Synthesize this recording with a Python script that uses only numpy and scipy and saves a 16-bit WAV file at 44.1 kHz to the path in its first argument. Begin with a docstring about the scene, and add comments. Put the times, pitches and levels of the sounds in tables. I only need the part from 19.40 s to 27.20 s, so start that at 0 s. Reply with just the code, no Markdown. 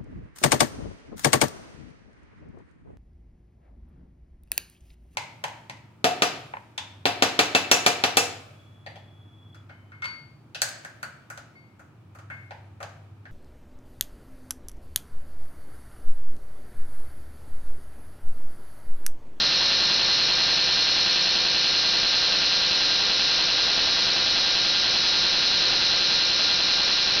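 """Belt grinder idling in a workshop

Heard close by through a small mono camera, over a low rumble of the bench and shop floor.
The belt repeats its rasp and knocks as a looped noise pattern, and its whine as tones locked to the loop.
Air and bearing hiss is fresh filtered noise, pumped once a loop.
The camera samples slowly with no filter, so the treble folds down into tones that glide the other way."""
import sys
import numpy as np
from scipy import signal
from scipy.fft import rfft, irfft
from scipy.io import wavfile
from scipy.ndimage import map_coordinates

SR = 44100
rng = np.random.default_rng(int(sys.argv[2]) if len(sys.argv) > 2 else 0)


def inscribe(sig):
    """Save sig as 16-bit PCM at rate SR to the path in sys.argv[1].

    A 1-D sig is mono; a 2-D sig holds one channel per row.
    Samples are clipped to [-1, 1] before scaling.
    """
    pcm = np.round(np.clip(np.atleast_2d(sig).T, -1, 1) * 32767)
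    wavfile.write(sys.argv[1], SR, pcm.astype(np.int16))


def gain_from_decibels(decibels):
    """Convert decibel values to linear amplitude factors."""
    exponent = np.asarray(decibels, float) / 20
    return 10 ** exponent


N = 343980   # length in samples

LOOP_HZ = 10.3156   # settled belt speed, loops per second
LOOP_SIZE = 8192   # points in one stored loop
RIPPLES = 18   # ripples of the whine per loop
CAMERA_RATE = 11024   # Hz


def at_hz(points, hz):
    """A spectrum read on a log frequency axis, as gain."""
    points = np.array(points)
    level_db = np.interp(np.log(np.maximum(hz, 1)), np.log(points[:, 0]), points[:, 1])
    return gain_from_decibels(level_db)


def drift(rate, count):
    """Smooth random curves, one per row: random points of spread 1, rate per second, joined by cosine fades."""
    points = rng.standard_normal((count, int(N / SR * rate) + 3))
    at = np.arange(N) / SR * rate
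    left = at.astype(int)
    share = .5 - .5 * np.cos(np.pi * (at % 1))
    return points[:, left] * (1 - share) + points[:, left + 1] * share


def in_time(rows):
    """A curve of (time, value) rows read at every sample."""
    return np.interp(np.arange(N) / SR, *np.transpose(rows))


def belt_turns():
    """Belt angle in loops: the speed eases up to its settled value and hunts a little about it."""
    start_hz, settle_s = 10.308, 3.6
    hunt_hz, hunts_per_s = .0007, 2.5
    left = np.clip(1 - np.arange(N) / SR / settle_s, 0, 1)
    ease = .5 - .5 * np.cos(np.pi * left)
    hunt = hunt_hz * drift(hunts_per_s, count=1)[0]
    speed_hz = LOOP_HZ + (start_hz - LOOP_HZ) * ease + hunt
    return np.cumsum(speed_hz) / SR


# level of the shop rumble over time: time_s, level_db
RUMBLE_LEVEL = [(0.0, -51.5), (1.2, -50.5), (3.6, -56), (5.0, -50), (7.8, -52.5)]


def rumble():
    """Low noise of the bench and shop floor: band-passed noise that slowly rises and falls."""
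    band = signal.butter(2, [70.0, 210.0], "band", fs=SR, output="sos")
    low = signal.sosfilt(band, rng.standard_normal(N))
    return gain_from_decibels(in_time(RUMBLE_LEVEL)) * low / low.std()


# spectrum of the air and bearing noise before its pumping and flutter: freq_hz, level_db_per_hz
HISS_SPECTRUM = [(40.0, -73.5), (130.0, -76.5), (330.0, -74), (730.0, -72.5), (1300.0, -72.5),
                 (1890.0, -71), (2410.0, -77.5), (2620.0, -70), (2930.0, -68), (3450.0, -67.5),
                 (4010.0, -66), (4350.0, -64.5), (4630.0, -68), (5220.0, -65.5)]
# bands of the hiss, each from the top of the one before: top_hz, pump_db (once a loop), flutter_db
HISS_BANDS = [(2300, 1.6, 1.8), (3750, 2.4, 1.6), (4700, 0.1, .3), (6000, 0.1, 1.0)]


def hiss(turns):
    """Air and bearing noise that never repeats: bands pumped once a loop, each fluttering on its own."""
    hz = np.fft.rfftfreq(N, 1 / SR)
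    gain = at_hz(HISS_SPECTRUM, hz) * (hz < CAMERA_RATE / 2) * np.sqrt(SR / 2)
    pump = np.cos(2 * np.pi * (turns - .27))   # peaks at .27 of a loop
    noise = gain * rfft(rng.standard_normal(N))
    flutter = drift(16.0, count=len(HISS_BANDS))
    out, low_hz = 0, 0
    for k, (top_hz, pump_db, flutter_db) in enumerate(HISS_BANDS):
        band = irfft(noise * (hz >= low_hz) * (hz < top_hz), N)
        out = out + gain_from_decibels(pump_db * pump + flutter_db * flutter[k]) * band
        low_hz = top_hz
    overall_db = 0.37 * drift(1.7, count=1)[0]
    return gain_from_decibels(overall_db) * out


# splice and lumps meeting the wheels, levels before knock_db: place_loop_fraction, low_knock_db, high_knock_db
BELT_KNOCKS = [(0.069, 4.3, -1.5), (0.135, 3, 5), (0.158, 7.3, 4), (0.233, 2.6, 7), (0.288, 5, 5.5),
               (0.306, 8.6, 3), (0.346, 9.3, 9.5), (0.395, 1.2, 1), (0.413, 1.1, -4.5), (0.427, 1.1, -1.5),
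               (0.55, 0.88, 1.5), (0.635, 5.1, 1.5), (0.677, 2.4, 4), (0.749, 3.1, 6)]


def one_loop(smooth_db, knock_db):
    """Spectrum of one belt loop relative to the rasp curve: grit noise, with knocks in the lower orders."""
    surge_start, surge_length, surge_db = .15, .2, 5.5   # loop fractions, dB: rough stretch after the splice
    hz = np.arange(LOOP_SIZE // 2 + 1) * LOOP_HZ
    noise = rng.standard_normal(LOOP_SIZE)
    since = (np.arange(LOOP_SIZE) / LOOP_SIZE - surge_start) % 1
    surge = gain_from_decibels(surge_db * np.exp(-(since / surge_length) ** 2))
    # both kinds of grit have unit power per order
    grit, rough = [rfft(v) / np.sqrt(LOOP_SIZE) / v.std() for v in (noise, noise * surge)]

    where, low_db, high_db = np.transpose(BELT_KNOCKS)
    signs = rng.choice([-1, 1], (len(BELT_KNOCKS), 2))
    delay = np.exp(-2j * np.pi * np.outer(hz / LOOP_HZ, where))   # sets each knock at its place
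    low = delay @ (signs[:, 0] * gain_from_decibels(low_db))
    high = delay @ (signs[:, 1] * gain_from_decibels(high_db))
    knocks = gain_from_decibels(knock_db) * np.where(hz < 1800, low, high)

    smooth = gain_from_decibels(smooth_db) * np.where(abs(hz - 2150) < 350, grit, rough)   # no surge around 2150 Hz
    both = np.where(hz < 3700, smooth + knocks, grit)
    both[WHINE_ORDERS] = 0   # these orders belong to the whine
    return both / np.maximum(1, abs(both) / 1.4)   # caps the strongest orders, so none rings out as a tone


# spectrum of the belt noise before one_loop shapes it: freq_hz, level_db_per_hz
RASP_SPECTRUM = [(40.0, -75.5), (130.0, -76), (330.0, -69.5), (415.0, -73), (500.0, -68), (730.0, -71.5),
                 (1300.0, -70), (1890.0, -71.5), (2410.0, -70.5), (2620.0, -72), (2930.0, -68.5),
                 (3450.0, -60), (3930.0, -59.5), (4130.0, -64), (4350.0, -60), (4630.0, -65.5),
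                 (5220.0, -61.5), (5840.0, -63), (6590.0, -63.5), (7420.0, -72), (8240.0, -65),
                 (9070.0, -72), (9890.0, -77.5), (10650.0, -77.5)]


def rasp(turns):
    """The same loop pattern comes round each time; a second one fades in and out as the belt wanders."""
    hz = np.arange(LOOP_SIZE // 2 + 1) * LOOP_HZ
    gain = at_hz(RASP_SPECTRUM, hz) * (hz < CAMERA_RATE) * (hz > 0) * np.sqrt(LOOP_HZ / 2) * LOOP_SIZE
    spectra = [one_loop(smooth_db=-3.5, knock_db=-19.0),
               gain_from_decibels(-8.0) * one_loop(smooth_db=-5.0, knock_db=-20.0)]
    place = (turns % 1) * LOOP_SIZE
    steady, wander = [map_coordinates(irfft(gain * s), [place], order=3, mode="grid-wrap") for s in spectra]
    return steady + drift(0.679, count=1)[0] * wander


def ripple_buzz(turns):
    """Gain that throbs slightly with each ripple of the belt."""
    buzz_db, peak = .3, .35   # peak in fractions of a ripple
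    return gain_from_decibels(buzz_db * np.cos(2 * np.pi * (RIPPLES * turns - peak)))


# leading tones that swell and sink slowly: order_cycles_per_loop
LEAD_ORDERS = [412, 394, 376, 502, 466, 18, 48, 90, 14, 914, 932, 896, 573]
# their swells, in the same order: trend_db_per_s, swing_db, period_s, peak_s
LEAD_SWELLS = [(-.3, 1.0, 5, 1.6), (.1, 1.1, 3.3, 3.3), (0.13, 0.88, 6.2, 6), (-0.067, .5, 3.5, 2.1),
               (0.44, .5, 6.0, 5.2), (-0.47, 1.3, 7.7, .3), (-.5, 1.0, 3.1, 1.4), (-0.45, 1.5, 5.0, 1.2),
               (-0.67, 1.6, 2.4, 1.3), (.5, 1.3, 10, 2.5), (0.4, 1.2, 7.9, 5.3), (-0.65, 1.7, 5.9, .8),
               (-.6, 1.5, 8.6, 0.1)]


def lead_swell():
    """Level change in dB of each leading tone: a trend about the middle plus a slow swing."""
    time = np.arange(N) / SR
    swells = {}
    for order, (trend, swing_db, period, peak) in zip(LEAD_ORDERS, LEAD_SWELLS):
        swing = swing_db * np.cos(2 * np.pi * (time - peak) / period)
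        swells[order] = trend * (time - N / SR / 2) + swing
    return swells


# tones of the whine, the overtones of the ripple and their side tones: order_cycles_per_loop
WHINE_ORDERS = [14, 18, 29, 36, 48, 54, 90, 100, 141, 169, 197, 232, 233, 251, 252, 269, 270, 282, 286, 287,
                288, 323, 324, 358, 359, 375, 376, 377, 380, 393, 394, 397, 403, 411, 412, 413, 416, 447,
                448, 452, 466, 472, 484, 501, 502, 503, 537, 538, 573, 663, 699, 716, 717, 735, 769, 788,
                875, 896, 913, 914, 915, 920, 931, 932, 933, 934, 950, 1020, 1021]
# their levels before swell and flutter, in the same order: level_db (rms)
WHINE_LEVELS = [-58.5, -59, -57.5, -58.5, -58.5, -56.5, -55.0, -56.0, -55.0, -54.1, -52.1, -51, -45.2,
                -45.1, -52, -42.6, -51.5, -48.7, -53, -42.4, -50, -43.7, -49, -43.3, -47.5, -45.5, -33.4,
                -41.8, -46.5, -38.9, -32.6, -47, -47, -40.5, -29.6, -47, -46.0, -47.5, -41.1, -46.1, -39.4,
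                -43.9, -45.2, -40.8, -35.9, -41.7, -39.0, -40.3, -44.0, -38.8, -48.2, -48.2, -41.5, -46.5,
                -45.8, -48.4, -53.9, -47.5, -53.5, -44.7, -49.5, -54.5, -52.5, -48.8, -56.5, -55.4, -55.8,
                -57.0, -56.3]
# how much later each overtone peaks than the one below: overtone_of_ripple, lag_ripple_fraction
OVERTONE_LAG = [(2, .35), (12, .13), (21, .13), (26, .88), (32, 1.22)]
# side tones that make their louder neighbour swell, each at its own place: order: place_loop_fraction
SWELL_PLACE = {359: .63, 377: .93, 393: .34, 411: .45, 413: .81, 538: .87}


def whine(turns, lead_db):
    """Clean tones locked to the belt, roughly in step so each ripple is a pulse; side tones follow a leader."""
    jitter_cycles, side_lag_cycles = .015, .22
    levels = dict(zip(WHINE_ORDERS, WHINE_LEVELS))
    slow, quick = drift(.8, count=7), drift(11.0, count=5)
    jitter = jitter_cycles * drift(45, count=6)   # every tone trembles in phase
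    overtone = np.arange(60)
    lag = np.cumsum(np.interp(overtone, *np.transpose(OVERTONE_LAG)) * (overtone > 0))
    scatter = .06 * rng.standard_normal(max(WHINE_ORDERS) + 1)
    out = np.zeros(N)
    for order, level_db in levels.items():
        # the leader is the loudest of the tone and its two neighbours
        leader = max((order, order - 1, order + 1), key=lambda o: levels.get(o, -np.inf))
        opposed = order < 3 * RIPPLES   # the lowest hums start half a cycle away
        start = .5 * opposed - lag[round(leader / RIPPLES)] + scatter[leader]
        if order != leader:
            if order in SWELL_PLACE:
                start += (leader - order) * SWELL_PLACE[order]
            else:
                start -= side_lag_cycles   # mostly bends the leader's pitch round the loop
        swell_db = lead_db.get(leader, 1.3 * slow[leader % 7])
        now_db = level_db + swell_db + 0.48 * quick[leader % 5]
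        phase = order * turns + start + jitter[leader % 6]
        out += np.sqrt(2) * gain_from_decibels(now_db) * np.cos(2 * np.pi * phase)
    return out


def scene():
    """Belt angle in loops drives everything but the rumble."""
    turns = belt_turns()
    belt_noise = ripple_buzz(turns) * (rasp(turns) + hiss(turns))
    mono = belt_noise + whine(turns, lead_swell()) + rumble()
    return np.array([mono, mono])


def band_limit(x):
    """A steep low-pass at the top of the band."""
    return signal.sosfilt(signal.butter(12, 7120, fs=SR, output="sos"), x)


def record(dry):
    """Sampled unfiltered at the camera rate, then raised again by a short kernel that leaks mirror tones."""
    rounded = .345 * np.tanh(dry[0] / .305)   # the preamp rounds the sharpest knocks
    # it is lopsided too: the throb of the whine leaks into the bass
    square = rounded ** 2 - np.mean(rounded ** 2)
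    lean = signal.sosfilt(signal.butter(2, 130, "high", fs=SR, output="sos"), square)
    rounded = rounded - .4 * lean

    slots = np.arange(int(N / SR * CAMERA_RATE) + 2) * SR / CAMERA_RATE
    coarse = map_coordinates(rounded, [slots], order=3, mode="nearest") - .0011   # small constant offset
    up, down = SR // 4, CAMERA_RATE // 4
    kernel = signal.firwin(16 * up + 1, CAMERA_RATE / 2, window=("kaiser", 9), fs=up * CAMERA_RATE)
    fine = signal.resample_poly(coarse, up, down, window=kernel)[:N]
    return band_limit(np.array([fine, fine]))


dry = scene()
out = record(dry)
inscribe(out)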